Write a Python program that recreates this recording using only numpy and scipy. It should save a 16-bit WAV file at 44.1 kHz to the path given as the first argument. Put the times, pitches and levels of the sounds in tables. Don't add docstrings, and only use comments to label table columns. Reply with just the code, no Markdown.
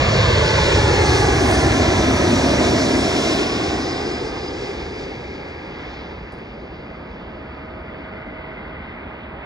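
import sys
import numpy as np
from scipy import signal
from scipy.fft import rfft, irfft, next_fast_len
from scipy.io import wavfile
from scipy.ndimage import uniform_filter1d

SR = 44100
rng = np.random.default_rng(int(sys.argv[2]) if len(sys.argv) > 2 else 0)


def store_wav(level_fs):
    pcm = np.round(np.clip(np.atleast_2d(level_fs), -1, 1) * 32767)
    wavfile.write(sys.argv[1], SR, pcm.T.astype(np.int16))


N = 416744
TIME = np.arange(N) / SR
FRAME = 2048
HOP = FRAME // 8

SPEED_M_PER_S, CLOSEST_M, ABREAST_S, SOUND_M_PER_S = 70.48, 111.33, 2.1279, 343

# frequency in Hz, relative density in dB.
RUMBLE_SPECTRUM = [(20, -66), (32, -39.5), (45, -17.5), (60, -1), (100, -1), (130, -1.5), (195, -29),
                   (400, -29.5), (1000, -90)]
ROAR_SPECTRUM = [(60, -36.5), (140, -0.5), (200, 1.5), (280, 1.5), (420, -2), (600, -3.5), (800, -10),
                 (1100, -22.5), (1800, -73.5), (5000, -83.5)]
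RUSH_SPECTRUM = [(300, -38), (700, 3), (1050, 4), (1300, 0), (1600, 0.5), (1780, -1), (2050, 2.5),
                 (2450, -2), (2900, -5.5), (3500, -14.5), (4500, -29), (8000, -91)]
FAN_HISS_SPECTRUM = [(1200, -16.5), (2400, 5), (3100, 2.5), (4100, 1), (5200, 0.5), (6200, -3.5),
                     (7300, -10), (8700, -19), (10000, -23), (12000, -34), (14500, -48.5)]
DRONE_SPECTRUM = [(20, -60), (32, -18), (45, -8.5), (58, 7.5), (80, -5.5), (120, -11), (200, -9),
                  (300, -30), (600, -43), (2000, -92)]
FAR_ROAR_DB, DRONE_DB = -37, -39

BEAMS = {"exhaust": (-20.5, 0, 1.9, 0, 7.5), "roar": (-17.5, 0.8, 3.0, 2.5, 7.5),
         "hiss": (-27.3, 0, 3.08, 0, 9), "intake": (0, .6, 1.58, 4, 36),
         "intake sideways": (-20, 11, 2, 12.5, 11.5), "buzz": (0, 1.05, 1.6, 11, 36),
         "scattered whine": (-43, -3, 3.5, 5, 6), "far hiss": (-57.5, 6.5, 5.5, 9, 1.5)}
# time in seconds, level in dB.
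RUSH_LEVEL = [(0.0, -22), (0.18, -22.5), (1.26, -23), (3.37, -27), (5.26, -40), (5.79, -37.5), (6.63, -42),
              (8.76, -38), (9.37, -38.5), (9.45, -36)]
# peak in seconds, Gaussian half length in seconds, level change in dB,
# brightening in dB.
HISS_SWELLS = [(.3, 0.2, 2, -0.5), (0.702, 0.1, 2.5, 1.5), (1.134, 0.1, 2, 2.5), (1.488, 0.067, -1.5, 4),
               (3.28, 0.095, 4, 0.5), (3.67, 0.16, 2, -0.5), (4.686, 0.08, 4, 0.5), (5.027, 0.083, 2.5, 1),
               (5.55, 0.29, 0.5, -0.5), (5.952, 0.11, 7, -5)]

# time in seconds, lag in ms, share of the direct sound as a ratio.
GROUND_ECHO = [(0, 1.7, .7), (.5, 1.96, .74), (1, 2.3, .7), (1.5, 2.78, .58), (2.5, 3.24, .42),
               (3.1, 2.93, .5), (4.2, 2.46, .54), (5.2, 2.33, .42), (7, 2.3, .06)]
AIR_NEAR_DB, AIR_DB_PER_M, RECEDING_TILT_DB = 2.5, 0.0846, -0.2

# frequency at rest in Hz, peak in seconds,
# Gaussian half length in seconds, level in dB, width in Hz.
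ENGINE_LOBES = [(1250, 0.45, 0.14, -35.5, 12), (722, 0.4, 0.19, -42, 6.6), (720, 1.4, 0.5, -32.3, 4),
                (712, 2.55, 0.2, -32.5, 5), (1235, 2.2, 0.45, -38, 22), (1250, 3.7, 0.17, -42.5, 14),
                (1724, 2.6, .4, -46, 14), (1930, 5.35, 0.35, -52, 7), (279, 2.88, 0.15, -22, 4),
                (352.4, 3.69, 0.06, -28, 30), (3620, 0.3, 0.25, -38.5, 45), (3620, 1.08, 0.15, -38.3, 60),
                (3800, 0.3, 0.4, -45, 50), (4350, 1.4, 0.3, -43, 45), (4350, 3.25, 0.15, -47, 50),
                (8581, 1.56, 0.063, -46, 30)]
BLADE_HZ, COMPRESSOR_HZ, TURBINE_HZ = 724, 7133, 5722
FAN_HARMONIC_DB = [-36, -37.5, -44, -45, -45, -45]
COMPRESSOR_LINE_DB = [-44, -47, -51, -49, -55, -58, -63, -66, -68, -72, -76, -82]
# frequency at rest in Hz, level in dB.
BUZZ_LINES = [(3790, -49), (5130, -48), (5420, -46), (6800, -59), (8290, -59), (8950, -67), (9450, -68),
              (9750, -72), (10170, -73), (10600, -76), (11250, -80)]
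# time in seconds, level in dB.
WHINE_LEVEL = [(0, -60), (1.6, -49), (2, -43.5), (2.6, -40.3), (3.25, -37.5), (3.65, -38.7), (4.1, -40),
               (4.35, -46), (4.53, -41), (4.72, -55), (5.03, -48.5), (5.22, -64), (6, -65), (9.45, -90)]
LATE_DB_PER_KHZ_S, FLUTTER_DB = 2, 1.5

# frequency in Hz, peak in seconds,
# Gaussian half length in seconds, level in dB, width in Hz.
STEADY_HUMS = [(1726, 1.2, 1.1, -34.5, 100), (2200, 5.2, .6, -42, 340), (4570, 7.7, 1.4, -65.5, 300),
               (1245, 8.3, 1.1, -48, 60), (1460, 8.3, 0.73, -46.5, 170), (380, 4.3, .7, -35, 90),
               (140, 2.3, .6, -32, 45), (265, 2.5, .2, -26, 9), (2050, 8.5, 0.42, -42, 140)]
# time in seconds, level in dB.
FAR_HUM_LEVEL = [(0, -79), (6.4, -61), (6.85, -51), (7.4, -46), (8, -44), (8.7, -45), (9, -49), (9.45, -46)]
FAR_HUM_HZ = 635.5

# start in seconds, level before the band filter in dB.
SCUFF_TICKS = [(6.322, -56), (6.384, -61)]
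SCUFF_DB, SCUFF_DECAY_S, TICK_DECAY_S = -66.5, .085, .0028

# frequency in Hz, left-right balance in dB, left lead in radians,
# likeness as a ratio.
PORTS = [(60, 0, 0, .999), (140, -.3, -.05, .997), (220, 1, -.2, .985), (350, 3, -.5, .98),
         (470, 0, -1.0, .96), (600, -6, -.9, .94), (800, -6, -.5, .75), (1050, -8, .3, .7),
         (1350, -3, .7, .6), (1600, 1, -.4, .7), (1900, -.5, -1.7, .72), (2200, 1.5, -2.0, .75),
         (2500, 2, -2.7, .9), (2800, 1, -3.1, .96), (3100, 1, -3.7, .92), (3500, 0, -4.9, .87),
         (4200, 0, -5.8, .93), (5200, 0, -5.5, .91), (6200, 0, -5.9, .91), (7300, 0, -5.3, .86),
         (9000, 0, -6.2, .99)]
CUTOFF_HZ = 15000


def turbulence():
    white_noise = rng.standard_normal((2, N))
    hz, t, white = signal.stft(white_noise, SR, nperseg=FRAME, noverlap=FRAME - HOP)
    hz = hz[:, None]
    distance_m, along_m, _ = flight(t)

    roar_db = together(beam("roar", t), FAR_ROAR_DB)
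    hiss_db = together(beam("hiss", t), beam("far hiss", t))
    bright_db = RECEDING_TILT_DB * along_m / distance_m
    for peak_s, half_s, level_db, brightening_db in HISS_SWELLS:
        swell = bell(t, peak_s, half_s)
        hiss_db = hiss_db + level_db * swell
        bright_db = bright_db + brightening_db * swell

    power = band_power(RUMBLE_SPECTRUM, hz, beam("exhaust", t))
    power = power + band_power(DRONE_SPECTRUM, hz, DRONE_DB)
    power = power + band_power(ROAR_SPECTRUM, hz, roar_db)
    power = power + band_power(RUSH_SPECTRUM, hz, in_time(RUSH_LEVEL, t)[0])
    power = power + band_power(FAN_HISS_SPECTRUM, hz, hiss_db) * air(hz, distance_m, bright_db) ** 2

    twinkle_depth_db = 0.95 * np.minimum(hz / 4000, 1.5) ** 0.68
    twinkle_db = twinkle_depth_db * eddies(power.shape, bins=70, frames=9)
    gain = np.sqrt(power) * from_db(twinkle_db) * ground_comb(hz, t, rough_hz=1490)
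    return signal.istft(white * gain, SR, nperseg=FRAME, noverlap=FRAME - HOP)[1][:, :N]


def engine_tones():
    distance_m, _, doppler = flight(TIME)
    wander = 1 + 0.0013 * drift(18)
    turns = 2 * np.pi * np.cumsum(doppler * wander) / SR
    tones = swelling_tones(ENGINE_LOBES, turns)
    tones += intake_tones(turns, distance_m, doppler)
    tones += shaft_buzz(turns, distance_m, doppler)
    return tones + turbine_whine(turns)


def intake_tones(turns, distance_m, doppler):
    partials = [(k * BLADE_HZ, db) for k, db in enumerate(FAN_HARMONIC_DB, 1)]
    partials += [(COMPRESSOR_HZ + k * BLADE_HZ, db) for k, db in enumerate(COMPRESSOR_LINE_DB, -3)]
    intake_db = together(beam("intake", TIME), beam("intake sideways", TIME))
    early_s = np.maximum(BEAMS["intake"][2] - TIME, 0)
    total = np.zeros(N)
    for hz, db in partials:
        late_db = LATE_DB_PER_KHZ_S * early_s * max(hz - COMPRESSOR_HZ, 0) / 1000
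        level_db = db + intake_db - late_db + FLUTTER_DB * drift(12)
        line = tone(hz * turns, width_hz=9 + .005 * hz, steady=1.2)
        total += from_db(level_db) * air(hz * doppler, distance_m) * line
    return total


def shaft_buzz(turns, distance_m, doppler):
    total = np.zeros(N)
    for hz, db in BUZZ_LINES:
        level_db = db + FLUTTER_DB * drift(10)
        line = tone(hz * turns, width_hz=25, steady=1.3)
        total += from_db(level_db) * air(hz * doppler, distance_m) * line
    return from_db(beam("buzz", TIME)) * total


def turbine_whine(turns):
    whine_db = in_time(WHINE_LEVEL, TIME)[0] + 1.2 * drift(16)
    whine = from_db(whine_db) * tone(TURBINE_HZ * turns, width_hz=62, steady=1.35)
    scattered = tone(.99 * TURBINE_HZ * turns, width_hz=380, steady=0)
    return whine + from_db(beam("scattered whine", TIME)) * scattered


def steady_hums():
    hums = swelling_tones(STEADY_HUMS, 2 * np.pi * TIME)
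    far_hum = tone(2 * np.pi * FAR_HUM_HZ * TIME, width_hz=12, steady=4)
    return hums + from_db(in_time(FAR_HUM_LEVEL, TIME)[0]) * far_hum


def scuff():
    envelope = np.zeros(N)
    for start_s, db in SCUFF_TICKS:
        envelope += from_db(db) * (TIME >= start_s) * np.exp(-np.abs(TIME - start_s) / TICK_DECAY_S)
    age_s = TIME - SCUFF_TICKS[0][0]
    grain = from_db(SCUFF_DB + 3.2 * drift(150))
    envelope += (age_s >= 0) * np.exp(-np.abs(age_s) / SCUFF_DECAY_S) * grain
    band = signal.butter(4, [5200, 10800], "band", fs=SR, output="sos")
    return signal.sosfilt(band, envelope * rng.standard_normal(N))


def flight(t):
    mach = SPEED_M_PER_S / SOUND_M_PER_S
    flown_m = SPEED_M_PER_S * (t - ABREAST_S)
    squeeze = 1 - mach ** 2
    distance_m = (np.sqrt(flown_m ** 2 + squeeze * CLOSEST_M ** 2) - mach * flown_m) / squeeze
    along_m = flown_m - mach * distance_m
    return distance_m, along_m, 1 / (1 + mach * along_m / distance_m)


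def beam(name, t):
    db, start_s, end_s, rise, fall = BEAMS[name]
    return db - rise * np.maximum(start_s - t, 0) - fall * np.maximum(t - end_s, 0)


def air(hz, distance_m, bright_db=0):
    tilt_db = AIR_NEAR_DB + bright_db - AIR_DB_PER_M * (distance_m - CLOSEST_M)
    return from_db(tilt_db * np.clip((hz - 4400) / 3400, -.3, 2.6))


def ground_comb(hz, t, rough_hz):
    lag_ms, share = in_time(GROUND_ECHO, t)
    strength = np.clip(share, 0, .9) / (1 + (hz / rough_hz) ** 2)
    turn = 2j * np.pi * hz * lag_ms / 1000
    return np.abs(1 + strength * np.exp(-turn)) / np.sqrt(1 + strength ** 2)


def ports(direct, scattered):
    size = next_fast_len(N + FRAME)
    hz = np.arange(size // 2 + 1) * SR / size
    balance_db, lead_rad, alike = at_hz(PORTS, hz)
    alike = np.clip(alike, 0, 1)
    sign = np.array([[1], [-1]])
    common = np.sqrt(1 + alike) * rfft(direct, size)
    opposed = np.sqrt(1 - alike) * rfft(scattered, size)
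    colour = from_db(sign * balance_db / 2)
    colour = colour / np.sqrt(np.sum(colour ** 2, axis=0))
    pair = (common + sign * opposed) * colour * np.exp(.5j * sign * lead_rad)
    return irfft(pair, size)[:, :N]


def swelling_tones(rows, turns):
    total = np.zeros(N)
    for hz, peak_s, half_s, db, width_hz in rows:
        line = tone(hz * turns, width_hz, steady=3 * np.exp(-width_hz / 40))
        total += from_db(db) * bell(TIME, peak_s, half_s) * line
    return total


def tone(phase, width_hz, steady):
    phase = (phase % (2 * np.pi)).astype(np.float32)
    in_quadrature = drift(2 * width_hz) * np.cos(phase)
    in_phase = (steady + drift(2 * width_hz)) * np.sin(phase)
    return rms_one(in_quadrature + in_phase)


def band_power(spectrum, hz, level_db):
    shape = rms_one(from_db(at_hz(spectrum, hz)[0]))
    return (shape * from_db(level_db)) ** 2


def eddies(shape, bins, frames):
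    field = rng.standard_normal(shape)
    for _ in range(2):
        field = uniform_filter1d(field, bins, axis=0)
        field = uniform_filter1d(field, frames, axis=1)
    return rms_one(field)


def drift(rate_hz):
    knots = rng.standard_normal(16384)
    return rms_one(np.interp(TIME * rate_hz, np.arange(len(knots)), knots))


def bell(t, peak_s, half_s):
    return np.exp(-.5 * ((t - peak_s) / half_s) ** 2)


def together(a_db, b_db):
    return 10 * np.log10(from_db(a_db) ** 2 + from_db(b_db) ** 2)


def in_time(rows, t):
    seconds, *columns = np.transpose(rows)
    return [np.interp(t, seconds, column) for column in columns]


def at_hz(rows, hz):
    points_hz, *columns = np.transpose(rows)
    return [np.interp(np.log(hz + 1), np.log(points_hz), column) for column in columns]


def from_db(db):
    return 10 ** (np.asarray(db) / 20)


def rms_one(x):
    return x / np.sqrt(np.mean(np.abs(x) ** 2) + 1e-20)


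def scene():
    direct, scattered = turbulence()
    direct = direct + engine_tones() + steady_hums() + scuff()
    return ports(direct, scattered)


def record(dry):
    low_pass = signal.cheby2(14, 60, CUTOFF_HZ + 500, fs=SR, output="sos")
    return signal.sosfilt(low_pass, dry)


dry = scene()
out = record(dry)
store_wav(out)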